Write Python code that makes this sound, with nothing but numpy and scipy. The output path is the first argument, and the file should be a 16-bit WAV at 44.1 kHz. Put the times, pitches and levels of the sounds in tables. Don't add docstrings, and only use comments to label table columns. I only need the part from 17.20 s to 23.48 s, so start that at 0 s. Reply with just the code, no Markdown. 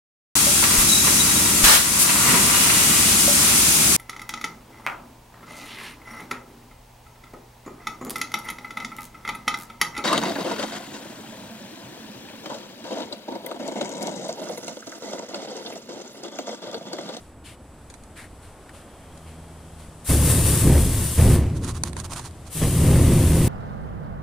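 import sys
import numpy as np
from scipy import signal
from scipy.fft import rfft, irfft
from scipy.io import wavfile
from scipy.ndimage import uniform_filter1d

SR = 44100
rng = np.random.default_rng(int(sys.argv[2]) if len(sys.argv) > 2 else 0)


def materialize(psi):
    bounded = np.clip(np.atleast_2d(psi).T, -1, 1)
    quanta = np.round(bounded * 32767).astype(np.int16)
    wavfile.write(sys.argv[1], SR, quanta)


N = 276948
TIME = np.arange(N) / SR


def from_db(db):
    return 10 ** (np.asarray(db) / 20)


def unit_rms(x):
    return x / np.sqrt(np.mean(x ** 2) + 1e-20)


def level_curve(rows):
    return from_db(np.interp(TIME, *np.transpose(rows)))


def bin_gains(spectrum):
    hz, *columns = np.transpose(spectrum)
    bins = np.arange(1, N // 2 + 2) * SR / N
    return from_db([np.interp(np.log(bins), np.log(hz), db) for db in columns])


def coloured(x, spectrum):
    return unit_rms(irfft(rfft(x) * bin_gains(spectrum), N))


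def drift(hz):
    step = 40
    pole = np.exp(-2 * np.pi * hz * step / SR)
    noise = rng.standard_normal(N // step + 2002)
    slow = signal.lfilter([1], [1, -2 * pole, pole * pole], noise)[2000:]
    return np.interp(np.arange(N) / step, np.arange(len(slow)), unit_rms(slow))


def grains(per_s, spread_db):
    sizes = from_db(spread_db * np.minimum(rng.exponential(1, N), 4)) * rng.choice([-1, 1], N)
    return unit_rms(sizes * (rng.random(N) < per_s / SR))


def held(start, rise, until, decay_db_per_s):
    return np.clip((TIME - start) / rise, 0, 1) * from_db(-decay_db_per_s * np.maximum(TIME - until, 0))


def strokes(rows, sharpness):
    return sum(from_db(db) * np.interp(TIME - peak, [-rise, 0, fall], [0, 1, 0]) ** sharpness
               for peak, rise, fall, db in rows)


def resonate(x, hz, width_hz, boost_db):
    r = np.exp(-np.pi * width_hz / SR)
    poles = [1, -2 * r * np.cos(2 * np.pi * hz / SR), r * r]
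    band = signal.lfilter(np.array([1, 0, -1]) * (1 - r * r) / 2, poles, x)
    return x + (from_db(boost_db) - 1) * band


def ring(force, hz, t60):
    r, w = from_db(-60 / (t60 * SR)), 2 * np.pi * hz / SR
    return signal.lfilter([0, np.sin(w)], [1, -2 * r * np.cos(w), r * r], force + 1e-18)


def reflected(x, latest_s, echo_db, count):
    lags = (rng.uniform(.1, 1, count) * latest_s * SR).astype(int)
    gain = from_db(echo_db)
    echoes = sum(rng.choice([-1, 1]) * np.pad(x, [(0, 0), (lag, 0)])[:, :N] for lag in lags)
    return (x + gain * echoes / np.sqrt(count)) / np.sqrt(1 + gain ** 2)


# frequency in Hz, side relative to mid in dB.
SIDE_SPECTRUM = [(60, -18), (150, -34), (250, -25.5), (500, -22), (1000, -12), (2500, -14), (4500, -5.5),
                 (7000, -0.5), (10000, -3), (15000, -3.5)]

def air_noise():
    mid, side = rfft(rng.standard_normal((2, N)))
    side_gain = bin_gains(SIDE_SPECTRUM)
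    ports = unit_rms(mid + side_gain * side * [[1], [-1]])
    return unit_rms(irfft(ports / np.hypot(1, side_gain), N))


# frequency in Hz, relative level in dB.
RUMBLE_SPECTRUM = [(15, -4), (35, -7.5), (50, 0.5), (75, 0.5), (115, -3.5), (170, -9.5), (250, -6.5),
                   (330, -11), (600, -31), (1500, -80)]
TRAFFIC_SPECTRUM = [(150, -16), (330, 0.5), (650, 1.5), (1100, -4), (1700, -10.5), (3000, -19), (6000, -33)]
# frequency in Hz, left and right relative levels in dB.
AIR_SPECTRUM = [(1200, 8, -20), (3250, 7, 4.5), (4170, 3.5, 3.5), (6200, 2.5, 4.5), (8100, 8, 8),
                (9540, 12, 0), (11500, 1, -4), (15000, -11, -11)]
# time in seconds, level in dB.
TRAFFIC_LEVELS = [(0, -53.5), (1.2, -51), (1.55, -48.5), (2.5, -50.5)]
AIR_LEVELS = [(0, -54.5), (.17, -64), (.65, -59), (1.5, -57), (2.7, -54.5)]

def hall():
    rumble = from_db(-47) * coloured(air_noise(), RUMBLE_SPECTRUM)
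    traffic = level_curve(TRAFFIC_LEVELS) * coloured(air_noise(), TRAFFIC_SPECTRUM)
    air = level_curve(AIR_LEVELS) * coloured(air_noise(), AIR_SPECTRUM)
    return rumble + traffic + air


# frequency in Hz, level in dB before the load gain.
ENGINE_HARMONICS = [(80.7, -47), (161.5, -50.5), (242.2, -60)]

def engine():
    clock = np.cumsum(1 + 0.0089 * drift(hz=2.9)) / SR
    harmonics = sum(from_db(db + 2.2 * drift(hz=3.1)) * np.sin(2 * np.pi * hz * clock)
                    for hz, db in ENGINE_HARMONICS)
    idle = from_db(-15.5)
    load = from_db(-0.5) * held(start=1.72, rise=0.35, until=2.07, decay_db_per_s=4)
    return np.sqrt(2) * (idle + load) * harmonics


def whine(hz=7867, level_db=-61):
    return from_db(level_db) * np.sin(2 * np.pi * hz * TIME) * [[0], [1]]


# frequency in Hz, left and right relative levels in dB.
GRIT_SPECTRUM = [(500, -17, -8), (1160, -2, 1.5), (2200, 2.5, -1.3), (2960, -2, -5), (4330, -1.5, -5.5),
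                 (6260, -8, -8), (7940, -1, 1), (9600, 5.5, -10), (11500, -7, -13), (15000, -18, -22)]
# peak time in seconds, level in dB, resonance in Hz, its boost in dB.
SHOE_SCUFFS = [(.262, -45.5, 3040, 8.5), (0.978, -45, 1900, 10), (1.236, -52.5, 2600, 0),
               (1.55, -50.5, 3000, 4), (1.96, -59, 3300, 3), (2.08, -53.5, 2400, 6), (2.6, -51.5, 3200, 2)]

def shoes(rise_s=0.023, fall_s=0.1):
    grit = coloured(air_noise() + .5 * grains(per_s=1800, spread_db=3), GRIT_SPECTRUM)
    scuffs = sum(strokes([(s, rise_s, fall_s, db)], sharpness=0.71) * resonate(grit, hz, 710, boost_db)
                 for s, db, hz, boost_db in SHOE_SCUFFS)
    heel = strokes([(1.4925, .0005, .016, -53)], sharpness=1.1)
    return scuffs + heel * resonate(grit, hz=1560, width_hz=610, boost_db=19.5)


# start in seconds, force level in dB, left minus right in dB,
# contact bandwidth in Hz, chatter decay time in seconds.
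CONTACTS = [(0.7004, -21, 1, 2000, 0.01), (0.74, -20, -6, 1400, .008), (0.8365, -36.5, -6, 6000, .006),
            (1.9754, -34.5, 1, 6000, .004), (4.4452, -20.5, -1, 9000, 0.0037),
            (4.6360, -9, -9, 14000, .0015), (4.7315, -22.5, -10, 3000, 0.0011), (4.7666, -7, -5, 900, .003),
            (4.8, -20.5, -15, 5950, 0.0037), (4.9334, -18.5, -9, 7000, .004), (4.995, -8, -1, 800, 0.0047),
            (5.11, -32, -9, 1800, 0.0026)]
# frequency in Hz, relative level in dB, 60 dB decay in seconds.
SHELL_MODES = [(430, -33, .018), (1020, -20.5, 0.012), (1490, -19.5, 0.0085), (2460, -18, 0.0067),
               (3360, -18.5, 0.0068), (4440, -7, 0.0029), (5740, -11.5, 0.0047), (6730, -4, 0.0037),
               (8100, -1, 0.0023), (9400, 0.5, 0.0025)]

def knocks():
    force, t = np.zeros((2, N)), np.arange(SR // 20) / SR
    for start, level_db, pan_db, bandwidth_hz, chatter_s in CONTACTS:
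        chatter = np.exp(-t / chatter_s) * np.sqrt(2 / (chatter_s * SR))
        blow = 2.2 * rng.standard_normal((2, len(t))) * chatter
        blow[:, 0] += 1
        softness = np.exp(-2 * np.pi * bandwidth_hz / SR)
        port_gains = from_db(level_db + pan_db * np.array([[.5], [-.5]]))
        at = round(start * SR)
        force[:, at:at + len(t)] += port_gains * signal.lfilter([1 - softness], [1, -softness], blow)
    modes = sum((-1) ** k * from_db(db - 4) * ring(force, hz, t60)
                for k, (hz, db, t60) in enumerate(SHELL_MODES))
    return signal.sosfilt(signal.butter(4, 12300, fs=SR, output="sos"), modes)


def thin_hiss():
    band = coloured(air_noise(), [(2400, -37), (3230, 2), (4000, -34)])
    return strokes([(1.9, .42, .95, -67)], sharpness=0.45) * band


def floor_bounce(x, delay_s, sway, echo_db):
    now = np.arange(N)
    then = now - delay_s * SR * (1 + sway * drift(hz=0.85))
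    return x + from_db(echo_db) * np.array([np.interp(then, now, channel) for channel in x])


# frequency in Hz, left and right relative levels in dB.
JET_SPECTRUM = [(300, -49, -32), (1050, -12.5, -12.5), (1890, -15.5, -16.5), (3200, -17.5, -17.5),
                (5030, -15, -15), (6880, -15, -12.5), (7970, -5, -3.5), (8200, -6.5, -5.5), (9300, 1, -8.5),
                (10300, -2, -15), (11000, -7.5, -11.5), (13100, -10, -17), (15400, -18.5, -14)]
# frequency in Hz, relative level in dB.
MIST_SPECTRUM = [(600, -23), (1100, -26), (1900, -9), (3200, 8), (5000, -0.5), (7000, 8), (12000, -23),
                 (15000, -23)]
# peak time in seconds, added flow in dB relative to the steady jet.
JET_SPURTS = [(2.9, 4.5), (3.11, 3.5), (3.28, -0.5), (3.39, 0.5)]
# start and end in seconds, jet and mist levels in dB,
# mist resonance in Hz, its boost in dB.
NOZZLE_PRESSES = [(2.84, 4.143, -28.5, -41.6, 1700, 6), (5.292, 6.3, -30.5, -41, 2450, 6)]

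def spray(spurt_rise_s=0.17, spurt_fall_s=0.09):
    flow = 1 + strokes([(s, spurt_rise_s, spurt_fall_s, db) for s, db in JET_SPURTS], sharpness=1.16)
    sputter = from_db(drift(hz=78))
    jet = sputter * flow * coloured(air_noise(), JET_SPECTRUM)
    mist = flow ** 0.75 * coloured(air_noise(), MIST_SPECTRUM)
    hiss = 0
    for start, end, jet_db, mist_db, hz, boost_db in NOZZLE_PRESSES:
        valve = held(start, rise=0.083, until=end, decay_db_per_s=259.5)
        hollow_mist = resonate(mist, hz, width_hz=600, boost_db=boost_db)
        hiss += valve * (from_db(jet_db) * jet + from_db(mist_db) * hollow_mist)
    hiss = floor_bounce(hiss, delay_s=0.001092, sway=0.049, echo_db=-15)
    return reflected(hiss, latest_s=.02, echo_db=-8.5, count=24)


def blaze(flares, decay_db_per_s, sag_db_per_s=5.5):
    envelopes = []
    for start, rise, until, db in flares:
        fed_s = np.maximum(np.minimum(TIME, until) - start - rise, 0)
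        envelopes.append(from_db(db - sag_db_per_s * fed_s) * held(start, rise, until, decay_db_per_s))
    return np.max(envelopes, axis=0)


# frequency in Hz, relative level in dB.
ROAR_SPECTRUM = [(20, -13), (38, -5), (50, -15.5), (70, 0), (84, -0.5), (100, -6), (114, 0.5), (138, -7.5),
                 (160, -5.5), (210, -15), (240, -10.5), (260, -15), (400, -19.5), (700, -41.5), (4000, -99)]
# frequency and bandwidth in Hz, boost in dB.
ROAR_RESONANCES = [(282, 15, 5), (350.7, 12.7, 8)]

def flame_front(flap_resonance, limit=4.2):
    flaps = coloured(air_noise() + 0.67 * grains(per_s=270, spread_db=2), ROAR_SPECTRUM)
    for hz, width_hz, boost_db in [flap_resonance, *ROAR_RESONANCES]:
        flaps = resonate(flaps, hz, width_hz, boost_db)
    running_rms = np.sqrt(uniform_filter1d(np.mean(flaps ** 2, 0), size=2000))
    return limit * np.tanh(flaps / running_rms / limit)


# frequency in Hz, relative level in dB.
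TURBULENCE_SPECTRUM = [(250, -9), (450, 3.5), (620, -0.5), (830, -7.5), (1050, -7), (1400, -13.5),
                       (2000, -11), (3500, -20.5), (8000, -23), (14000, -34)]
# peak time in seconds, level in dB.
IGNITION_PUFFS = [(2.895, -34), (3.982, -38), (5.421, -31.5)]
# frequency and bandwidth in Hz, boost in dB.
FLAP_RESONANCES = [(81.7, 35, 4), (162.8, 24, 4.5)]
# start, rise time and end in seconds, level in dB.
BURST_FLARES = [
    [(2.885, 0.012, 3.344, -16), (3.38, 0.088, 3.564, -12), (3.6, 0.076, 3.82, -21),
     (3.965, 0.029, 4.13, -11.5)],
    [(5.345, .015, 5.4, -28.5), (5.397, .025, 5.43, -16.5), (5.4, .3, 6.3, -12.8)],
]

def fireball(puff_rise_s=.012, puff_fall_s=0.14):
    turbulence = coloured(air_noise() + .5 * grains(per_s=500, spread_db=3.5), TURBULENCE_SPECTRUM)
    puffs = strokes([(s, puff_rise_s, puff_fall_s, db) for s, db in IGNITION_PUFFS], sharpness=2.9)
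    roar, rush = 0, puffs * turbulence
    for flap_resonance, flares in zip(FLAP_RESONANCES, BURST_FLARES):
        flaps = flame_front(flap_resonance)
        burn = blaze(flares, decay_db_per_s=62)
        afterburn = from_db(-7.5) * blaze(flares, decay_db_per_s=22)
        roar += np.maximum(burn, afterburn) * flaps
        surge = unit_rms(from_db(-1.8 * np.clip(flaps[0], -2, 2)))
        rush += from_db(-18) * blaze(flares, decay_db_per_s=84.5) ** 0.9 * surge * turbulence
    return roar + reflected(rush, latest_s=.04, echo_db=-8, count=12)


# frequency in Hz, left and right relative levels in dB.
RUB_SPECTRUM = [(250, -18, -18), (700, -7, -5), (1100, -5, 0), (2200, -16, -9), (3400, -17, -7),
                (4200, -16, -5), (5400, -16, -8), (6600, -12, -3), (7500, -12, -8), (9200, -5, -6),
                (10600, -13, -13), (12800, -27, -26), (15000, -25, -24)]
# peak time and duration in seconds, level in dB.
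HAND_SLIDES = [(4.367, 0.053, -41), (4.448, 0.089, -39), (4.496, 0.072, -33), (4.564, 0.069, -39.5),
               (4.669, 0.086, -38.5), (4.792, 0.077, -35.5), (4.854, 0.041, -34.5), (4.924, .065, -33.5),
               (4.978, 0.061, -31.5), (5.02, .06, -44), (5.063, 0.062, -36.5), (5.274, .05, -45)]

def hand_rub():
    jerks = air_noise() + grains(per_s=1400, spread_db=3)
    slips = resonate(coloured(jerks, RUB_SPECTRUM), hz=1050, width_hz=220, boost_db=3.5)
    pressure = strokes([(s, length / 2, length / 2, db) for s, length, db in HAND_SLIDES], sharpness=1.11)
    return pressure * from_db(1.25 * drift(hz=40)) * slips


def scene():
    return spray() + fireball() + shoes() + hand_rub() + knocks() + hall() + thin_hiss() + engine() + whine()


def record(dry, cutoff_hz=15400):
    return signal.sosfilt(signal.ellip(10, .1, 80, cutoff_hz, fs=SR, output="sos"), dry)


dry = scene()
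out = record(dry)
materialize(out)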